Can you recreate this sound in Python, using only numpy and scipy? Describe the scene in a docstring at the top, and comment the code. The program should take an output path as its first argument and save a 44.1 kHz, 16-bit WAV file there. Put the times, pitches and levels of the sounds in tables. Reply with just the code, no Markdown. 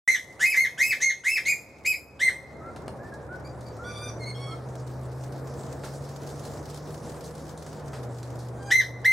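"""Koel in a roadside tree

Close to the microphone a koel shrieks: short arched yelps and longer ones that crack upward in pitch,
each scattered by the branches. Fainter birds whine and whistle, leaves tick and rustle, and on the road
nearby an engine climbs slowly and changes gear. The camera's gain control ducks the steady background
under the shrieks and lets it swell back in the long pause."""
import sys
import numpy as np
from scipy import signal
from scipy.fft import rfft, irfft, next_fast_len
from scipy.io import wavfile
from scipy.ndimage import uniform_filter1d, minimum_filter1d, map_coordinates

SR = 44100
rng = np.random.default_rng(int(sys.argv[2]) if len(sys.argv) > 2 else 0)


def bounce(signal):
    """Save signal as a 16-bit WAV file at the path given by the first command-line argument."""
    frames = np.transpose(np.atleast_2d(signal))
    limited = np.clip(frames, -1, 1)
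    pcm = np.round(limited * 32767).astype(np.int16)
    wavfile.write(sys.argv[1], SR, pcm)


N = 402191
TIME = np.arange(N) / SR


def amp(db):
    """Decibels to gain."""
    return 10 ** (np.asarray(db) / 20)


def unit(x):
    """Scale to rms 1."""
    return x / np.sqrt(np.mean(x ** 2) + 1e-20)


def along(points, hz):
    """Read (f/Hz, value) points on a log frequency axis."""
    f, v = np.transpose(points)
    return np.interp(np.log(hz + 1), np.log(np.abs(f) + 1), v)


def timeline(points):
    """Read (t/s, value) points at every sample."""
    return np.interp(TIME, *np.transpose(points))


def wobble(rate, size=N):
    """A smooth random curve, rate knots a second."""
    knots = rng.standard_normal(int(size * rate / SR) + 4)
    return map_coordinates(knots, [np.arange(size) * rate / SR])


def sine(hz):
    """A sine that follows a changing pitch."""
    return np.sin(2 * np.pi * np.cumsum(hz) / SR)


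def filtered(x, response):
    """Filter x by a gain given as a function of frequency."""
    size = next_fast_len(N + SR // 2)
    return irfft(rfft(x, size) * response(np.fft.rfftfreq(size, 1 / SR)), size)[..., :N]


def coloured(x, points):
    """Filter x by (f/Hz, gain/dB) points."""
    return filtered(x, lambda hz: amp(along(points, hz)))


def spread(pair, side_db):
    """Two unrelated signals as the middle and the sides of a stereo image."""
    return pair[0] + amp(side_db) * np.array([pair[1], -pair[1]])


def rush(spectrum, side_db):
    """Coloured stereo noise of rms 1."""
    return unit(spread(coloured(rng.standard_normal((2, N)), spectrum), side_db))


# Reverberation in the tree's crown and in the garden around it: f/Hz, t60/s
CANOPY_DECAY = [(300, 0.069), (2000, 0.18), (6000, 0.26), (14000, 0.34)]
GARDEN_DECAY = [(300, 1.6), (2300, 1.01), (5000, 1.1), (14000, 0.3)]
def scatter(x, decay, side_db):
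    """A diffuse stereo tail in which each frequency dies at its own speed."""
    hz, t, spectra = signal.stft(rng.standard_normal((2, SR)), SR, nperseg=256)
    tail = signal.istft(spectra * amp(-60 * t / along(decay, hz)[:, None]), SR, nperseg=256)[1]
    tail = spread(tail / np.linalg.norm(tail[0]), side_db)
    return signal.fftconvolve(np.pad(x, (SR // 200, 0))[None], tail, axes=1)[:, :N]


# Engine on the nearby road, dropping at each gear change: t/s, firing rate/Hz
FIRING_RATE = [(0, 138.1), (3.45, 134.5), (3.72, 116.2), (4.02, 111.8), (4.4, 126), (5, 128), (6.1, 139.4),
               (7.6, 157.7), (7.82, 147.7), (8.05, 121.9), (9.12, 122.5)]
def exhaust(pipe_hz=127, pipe_width_hz=11.8, arrival_s=4.1, approach_s=1.86):
    """An engine draws near; its exhaust booms as the firing rate passes the pipe's resonance."""
    firing_hz = timeline(FIRING_RATE)
    away = np.clip((arrival_s - TIME) / approach_s, 0, 1)
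    boom = amp(-37.5 - 23 * away) / np.hypot(1, (firing_hz - pipe_hz) / pipe_width_hz)
    sway = amp(0.74 * wobble(5.2))
    return boom * sway * np.sqrt(2) * sine(firing_hz * (1 + 0.00766 * wobble(14)))


# Traffic roar as it reaches the tree: f/Hz, relative level/dB
ROAR_SPECTRUM = [(15, -60), (25, -46), (52, -15), (102, -5), (140, -4.5), (189, -9.5), (475, -8.5),
                 (616, -9.5), (1750, -27), (2460, -38.5), (3000, -58), (3900, -46), (6600, -120)]
# Pitch of a far-off drone: t/s, f/Hz
DRONE_PITCH = [(3.2, 540), (4.2, 479)]
def traffic(hum_hz=72.2):
    """The road's steady background: a broad roar, a low hum and a faint drone."""
    hum = amp(-5.5 + 2.3 * wobble(3.52)) * sine(hum_hz * (1 + 0.016 * wobble(6.6)))
    drone = amp(-6) * wobble(25) * sine(timeline(DRONE_PITCH))
    roar = amp(3.5 + 1.16 * wobble(8.3)) * rush(ROAR_SPECTRUM, side_db=-7.5)
    return amp(-44) * (roar + hum + drone)


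def patchy(x, depth_db):
    """Random patches of gain over frequency and time: each brushing leaf has its own colour."""
    spectra = signal.stft(x, nperseg=256)[2]
    patches = rng.standard_normal(spectra.shape[1:])
    for _ in range(2):
        patches = uniform_filter1d(uniform_filter1d(patches, size=9, axis=0), size=14, axis=1)
    return unit(signal.istft(spectra * amp(depth_db * unit(patches)), nperseg=256)[1][:, :N])


def crackle(per_s, scatter_db, t60):
    """Many tiny leaf contacts of uneven size: an envelope of rms 1."""
    contacts = (rng.random(N) < per_s / SR) * amp(scatter_db * np.clip(rng.standard_normal(N), -2, 2))
    decay = amp(-60 * np.arange(SR // 10) / SR / t60)
    power = signal.fftconvolve(contacts ** 2, decay ** 2)[:N]
    return unit(np.sqrt(np.abs(power)))


# Colour of the leaves in the tree: f/Hz, relative level/dB
LEAF_SPECTRUM = [(1000, 4.5), (2200, -4.5), (3500, -1.5), (5200, 2), (8000, 0), (11000, -7.5), (15800, -15)]
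# Rise and fall of their rustle: t/s, level/dB
RUSTLE_LEVEL = [(0, -52.5), (2.8, -67), (4.7, -60.5), (5.3, -56), (6.2, -53.5), (7.2, -54.5), (9.12, -63.5)]
def leaves():
    """Leaves brush together in swishes and fine crackles."""
    swish = amp(-0.5 + 1.76 * wobble(23)) * patchy(rush(LEAF_SPECTRUM, side_db=-15.5), depth_db=3)
    grains = amp(-2) * crackle(per_s=150, scatter_db=8.5, t60=0.056) * rush(LEAF_SPECTRUM, side_db=-7.5)
    return amp(timeline(RUSTLE_LEVEL)) * (swish + grains)


def syrinx(calls, harmonics, jitter, flutter_hz, rasp, hoarse, flicker_db=3.2):
    """A membrane buzzes at the pitch; roughness shakes its period and swing and frays the overtones."""
    out = np.zeros(N + SR)
    for call in calls:
        times, *columns = np.transpose(call)
        first = int(times[0] * SR)
        t = np.arange(first, int(times[-1] * SR)) / SR
        hz, db, rough = [np.interp(t, times, column) for column in columns]
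        shake = lambda: rough * wobble(flutter_hz, len(t))
        phase = 2 * np.pi * np.cumsum(hz * (1 + jitter * shake())) / SR
        # overtones gain when high or rough; the top ones sink at the onset and as the pitch collapses
        register = np.clip((hz - 2200) / 300, 0, 1)
        slack = np.clip(np.maximum(-np.gradient(hz) * SR / 22000, .7 - (t - t[0]) / 0.012), 0, 1)
        wave = np.sin(phase) * amp(harmonics[0][1])
        for k in range(2, round(harmonics[-1][0]) + 1):
            bright_db = 6 * register + 2 * np.log2(k) * rough - 6 * (k - 2) * slack
            bright_db += flicker_db * wobble(42, len(t))
            gain = amp(np.interp(k, *np.transpose(harmonics)) + bright_db) * (k * hz < SR / 2)
            fray = hoarse * (k - 1) / 2 * (rough + 0.28 * register) * shake()
            wave += gain * np.sin(k * phase + fray)
        edges = np.clip(np.minimum(t - t[0], t[-1] - t) / 0.00093, 0, 1)
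        out[first:first + len(t)] += np.sqrt(2) * amp(db) * edges * wave * (1 + rasp * shake())
    return out[:N]


def koel_gesture(start, rise, length, scoop, reached_hz, held_hz, reached_db, held_db, fade_db,
                 rise_rough, held_rough):
    """A call scoops up, cracks to a held note and collapses. Rows: t/s, f/Hz, level/dB, roughness."""
    crack_s, fall_s = .003, .035
    t = np.arange(int(length * SR)) / SR
    slack = np.clip(1 - t / rise, 0, 1)
    held = np.clip((t - rise) / crack_s + .5, 0, 1)
    fall = np.clip(1 - (length - t) / fall_s, 0, 1)
    arch = .02 * (np.sin(np.pi * np.clip((t - rise) / (length - rise), 0, 1)) - .5)
    hz = (1 - held) * reached_hz * (1 - scoop * slack ** 1.6) + held * held_hz * (1 + arch)
    hz += (.72 * reached_hz - hz) * fall ** 1.3
    hz *= 1 + 0.0083 * wobble(78.6, SR)[:len(t)]  # a slight waver
    # the collapse undoes the held note's change of level while it fades
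    db = reached_db + (held_db - reached_db) * held * (1 - fall) - 15.5 * slack ** 2 - fade_db * fall ** 2
    rough = (1 - held) * rise_rough + held * held_rough + .4 * slack ** 2 + .5 * fall
    return np.column_stack([start + t, hz, db, np.clip(rough, 0, 1)])


# The koel's voice at the membranes: harmonic number, level/dB
KOEL_HARMONICS = [(1, 0), (2, -16.5), (3, -18), (4, -20), (5, -21), (6, -24), (7, -26.5), (8, -37)]
# Resonances of its throat and open bill: f/Hz, gain/dB
THROAT_RESPONSE = [(600, 5), (1400, -12.5), (2100, 1.5), (2650, -2.5), (3100, 2), (4100, -5), (5200, -5),
                   (6300, -4), (7700, -9.5), (9200, -10), (10300, -6), (11500, -10.5), (12800, -6),
                   (15500, -18)]
def shriek(call, bill_hz, bill_db, lift_db, lift_hz=3970, width_hz=1160):
    """One koel call through the throat and bill; the straining, chaotic membranes add a harsh hiss."""
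    buzz = syrinx([call], KOEL_HARMONICS, jitter=0.043, flutter_hz=1220, rasp=0.44, hoarse=6)
    times, _, db, rough = np.transpose(call)
    span = slice(max(int(times[0] * SR) - 256, 0), int(times[-1] * SR) + 256)
    size = len(buzz[span])
    t = (span.start + np.arange(size)) / SR
    hz = np.fft.rfftfreq(2 * size, 1 / SR)
    early = np.clip((t - times[0]) / 0.039, 0, 1) * np.clip((times[-1] - t) / np.ptp(times), 0, 1)
    strain = early * amp(np.interp(t, times, db)) * np.interp(t, times, rough) ** 2
    hiss_db = 4.5 + along([(1500, -0.5), (4500, -1.5), (7000, 13.5), (9500, 3.5), (13000, -44)], hz)
    hiss = rfft(strain * rng.standard_normal(size), 2 * size) * amp(hiss_db)
    bump = lambda centre_hz: np.exp(-((hz - centre_hz) / width_hz) ** 2)
    throat = amp(along(THROAT_RESPONSE, hz) + bill_db * bump(bill_hz) + lift_db * bump(lift_hz))
    buzz[span] = irfft(hiss + rfft(buzz[span], 2 * size) * throat)[:size]
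    return buzz


# Koel calls, close to the microphone: t/s, rise/s, length/s, scoop/share of pitch, reached f/Hz,
# held f/Hz, reached level/dB, held level/dB, final fade/dB, rise roughness/0-1, held roughness/0-1,
# bill resonance f/Hz, its gain/dB, lift near the second harmonic/dB
KOEL_CALLS = [ (0.07, 0.021, .100, 0.27, 2157, 2033, -1.5, -9, 21.5, 0.25, 0.23, 5960, 6.5, -1.5),
              (0.394, .063, .158, 0.35, 2160, 2530, -5, -11, 9, 0.26, .14, 6300, 3, -5),
              (0.55, 0.031, .118, 0.25, 2130, 2120, -6, -9, 15, 0.29, .04, 6100, 4.5, 0.5),
              (0.776, 0.053, 0.16, 0.34, 2196, 2563, -4.5, -11, 5, 0.19, 0.05, 5960, 5.5, -4.5),
              (1.002, 0.033, 0.12, .22, 2078, 2133, -7.5, -8.5, 18, 0.37, 0.07, 6500, 11.5, 5),
              (1.236, 0.047, 0.15, 0.36, 2220, 2602, -5.5, -12, 8, 0.26, 0.06, 6570, 4.5, -2.5),
              (1.452, .031, .084, .12, 2208, 2459, -9, -9, 38, 0.33, 0, 6650, 11.5, 2),
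              (1.848, .022, .102, .20, 2443, 2516, -13.5, -12.5, 30, 0.41, 0.11, 7100, 12, 5),
              (2.193, 0.031, 0.11, .29, 2020, 2083, -12, -12.5, 19, 0.24, 0.08, 8100, 13.5, 4),
              (8.705, .024, 0.12, .27, 2030, 2033, -8.5, -13.5, 19, 0.25, 0, 5700, 5.5, 3),
              (9.045, 0.022, 0.17, 0.26, 2075, 2060, -5.5, -14.5, 15, 0.08, 0, 5600, 4.5, 1.5)]
# Reflections off trunk, ground and limbs: delay/s, level/dB
TREE_ECHOES = [(.0052, -8), (.0125, -10), (.0215, -35), (.036, -29.5)]
def koel():
    """The near bird: its glides beat against their own echoes, then linger in the garden."""
    voice = amp(-4) * sum(shriek(koel_gesture(*call), bill_hz, bill_db, lift_db)
                          for *call, bill_hz, bill_db, lift_db in KOEL_CALLS)
    echoes = sum(amp(db) * np.pad(voice, (int(delay * SR), 0))[:N] for delay, db in TREE_ECHOES)
    canopy = amp(1) * scatter(voice, CANOPY_DECAY, side_db=-11.5)
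    garden = amp(-21) * scatter(voice, GARDEN_DECAY, side_db=-9)
    return voice + echoes + canopy + garden


def notes(table, droop, fade_db=0):
    """Gliding notes; both ends sag by droop and fade_db. Rows: t/s, f/Hz, level/dB, roughness."""
    progress = np.linspace(0, 1, 50)
    ends = (2 * progress - 1) ** 4
    for start, length, first_hz, last_hz, mid_db, swell_db, rough in table:
        hz = (first_hz + (last_hz - first_hz) * progress) * (1 - droop * ends)
        db = mid_db + swell_db * (progress - .5) - fade_db * ends
        yield np.column_stack([start + length * progress, hz, db, np.full_like(hz, rough)])


# Far whistles; nearer, high squeals, nasal whines and one low, drawn-out whine:
# t/s, length/s, first f/Hz, last f/Hz, level/dB, swell/dB, roughness/0-1
WHISTLE_NOTES = [(2.61, 0.093, 1270, 1402, -61.5, 1, 0.069), (2.99, 0.11, 1645, 1833, -67.5, 0, .05),
                 (3.12, 0.087, 1667, 1626, -68.5, -19, 0.11), (3.29, 0.062, 1410, 1520, -58, 8, 0.16),
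                 (3.79, 0.117, 1356, 1503, -58.5, 2, 0.12), (4.02, .06, 1475, 1520, -64.5, -8, 0.25),
                 (4.47, 0.077, 1255, 1328, -61, 11, .18)]
SQUEAL_NOTES = [(3.44, 0.044, 2255, 2450, -60.5, 5, 0.3), (3.65, .06, 2410, 2193, -66.5, -3, 0.52),
                (4.193, 0.064, 2190, 2062, -47, 9, .12), (4.255, 0.072, 2222, 2124, -44.5, -7, 0.26)]
WHINE_NOTES = [(3.84, 0.119, 1161, 1193, -59, 5, 0.23), (3.95, 0.1515, 1176, 1210, -54.5, 4, 0.15),
               (4.345, 0.19, 1102, 1106, -58, 4, 0.16)]
LOW_NOTES = [(8.55, .16, 781, 810, -60, 26.1, 0.059)]
# Timbre of each voice, interpolated between rows: harmonic number, level/dB
WHISTLE_HARMONICS = [(1, 10.5), (2, -38), (3, -31)]
SQUEAL_HARMONICS = [(1, -4), (2, -1), (3, -18), (4, -20.5), (6, -35)]
WHINE_HARMONICS = [(1, 0), (2, -2), (3, -0.5), (5, -4.5), (6, -19), (7, -14), (8, -13), (10, -26),
                   (12, -33)]
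LOW_HARMONICS = [(1, 2.5), (2, 1), (3, -19), (4, -15), (5, -26), (6, -11), (7, -35), (8, -12.5), (12, -22)]
def other_birds():
    """Whines and squeals from the next branches; whistles from farther off also ring in the garden."""
    whines = syrinx(notes(WHINE_NOTES, droop=0.0324), WHINE_HARMONICS,
                    jitter=0.051, flutter_hz=622, rasp=1, hoarse=3.3)
    squeals = syrinx(notes(SQUEAL_NOTES, droop=0.027, fade_db=23), SQUEAL_HARMONICS,
                     jitter=0.03, flutter_hz=407, rasp=0.72, hoarse=0.7)
    low_whine = syrinx(notes(LOW_NOTES, droop=0.0215), LOW_HARMONICS,
                       jitter=0.039, flutter_hz=392, rasp=0.47, hoarse=0.8)
    whistles = syrinx(notes(WHISTLE_NOTES, droop=0.034, fade_db=1), WHISTLE_HARMONICS,
                      jitter=0.076, flutter_hz=119, rasp=0.28, hoarse=0.8)
    voices = whines + squeals + low_whine + whistles
    canopy = amp(0.5) * scatter(voices, CANOPY_DECAY, side_db=-8)
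    garden = amp(-7) * scatter(whistles, GARDEN_DECAY, side_db=-2.5)
    return amp(4.5) * voices + canopy + garden


# Twig and leaf ticks in the tree: t/s, level/dB, body relative to snap/dB, t60/s
TWIG_TICKS = [(2.761, -41, 4, 0.085), (2.88, -33, 9.5, 0.022), (3.139, -40, -21, 0.056),
              (3.608, -39.5, -10, 0.052), (3.766, -45, -14, 0.076), (5.835, -39, 5.5, 0.31),
              (6.3, -40, -3, .13), (6.451, -39, -20, 0.19), (7.241, -37, -22, 0.13),
              (7.576, -34.5, -20, .033), (7.664, -36.5, 0, 0.056), (7.932, -40.5, 7, 0.25),
              (8.23, -34, -6, 0.036), (8.39, -41, -26, 0.15)]
def twigs():
    """Each tick is a dying noise burst, a bright snap over a duller body, scattered by the crown."""
    t = np.arange(SR // 5) / SR
    snaps, bodies = np.zeros((2, N + SR))
    for start, db, body_db, t60 in TWIG_TICKS:
        burst = amp(db - 6.5 - 60 * t / t60) * rng.standard_normal(len(t))
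        snaps[int(start * SR):][:len(t)] += burst
        bodies[int(start * SR):][:len(t)] += amp(body_db) * burst
    ticks = coloured(snaps[:N], [(1500, -42), (4000, 3.5), (9000, 0), (15000, -18)])
    ticks += coloured(bodies[:N], [(600, 15), (1400, 9.5), (3500, -6.5), (7000, -55)])
    return ticks + amp(-5) * scatter(ticks, CANOPY_DECAY, side_db=-5)


def scene():
    """At the tree: birds close by, over the road and the foliage."""
    return koel() + other_birds() + exhaust() + traffic() + leaves() + twigs()


# What the camera's gain control listens to: f/Hz, gain/dB
DETECTOR_RESPONSE = [(500, -16), (2100, 0.5), (2600, 6.5), (6000, 9)]
def gain_control(x, ceiling_db=-16.5, sense_s=0.035, hold_s=0.18, recover_db_per_s=23.5):
    """The gain drops quickly when the sensed level passes the ceiling, holds, then climbs back."""
    sense, hold = int(sense_s * SR), int(hold_s * SR)
    power = uniform_filter1d(coloured(x, DETECTOR_RESPONSE) ** 2, sense)
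    level_db = 10 * np.log10(np.abs(power) + 1e-12)
    cut_db = np.minimum(ceiling_db - level_db, 0)
    held_db = minimum_filter1d(cut_db, hold, origin=(hold - 1) // 2, mode="nearest")
    climb_db = recover_db_per_s * TIME
    gain_db = np.minimum.accumulate(held_db - climb_db) + climb_db
    return amp(uniform_filter1d(gain_db, sense // 2 + 1))


# Stereo width of the camera's microphones: f/Hz, side gain/dB
MICROPHONE_WIDTH = [(60, -4.5), (300, -6), (4500, 4.5), (8000, -2), (14000, 11.5)]
def record(dry):
    """The camera's sound opens a moment late, is widest in the treble, rides its gain, is band-limited."""
    open_s, top_hz = .077, 15850
    left, right = dry * (TIME > open_s)
    mid = (left + right) / 2
    side = coloured((left - right) / 2, MICROPHONE_WIDTH)
    ducked = gain_control(mid) * np.array([mid + side, mid - side])
    return filtered(ducked, lambda hz: hz < top_hz)


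dry = scene()
out = record(dry)
bounce(out)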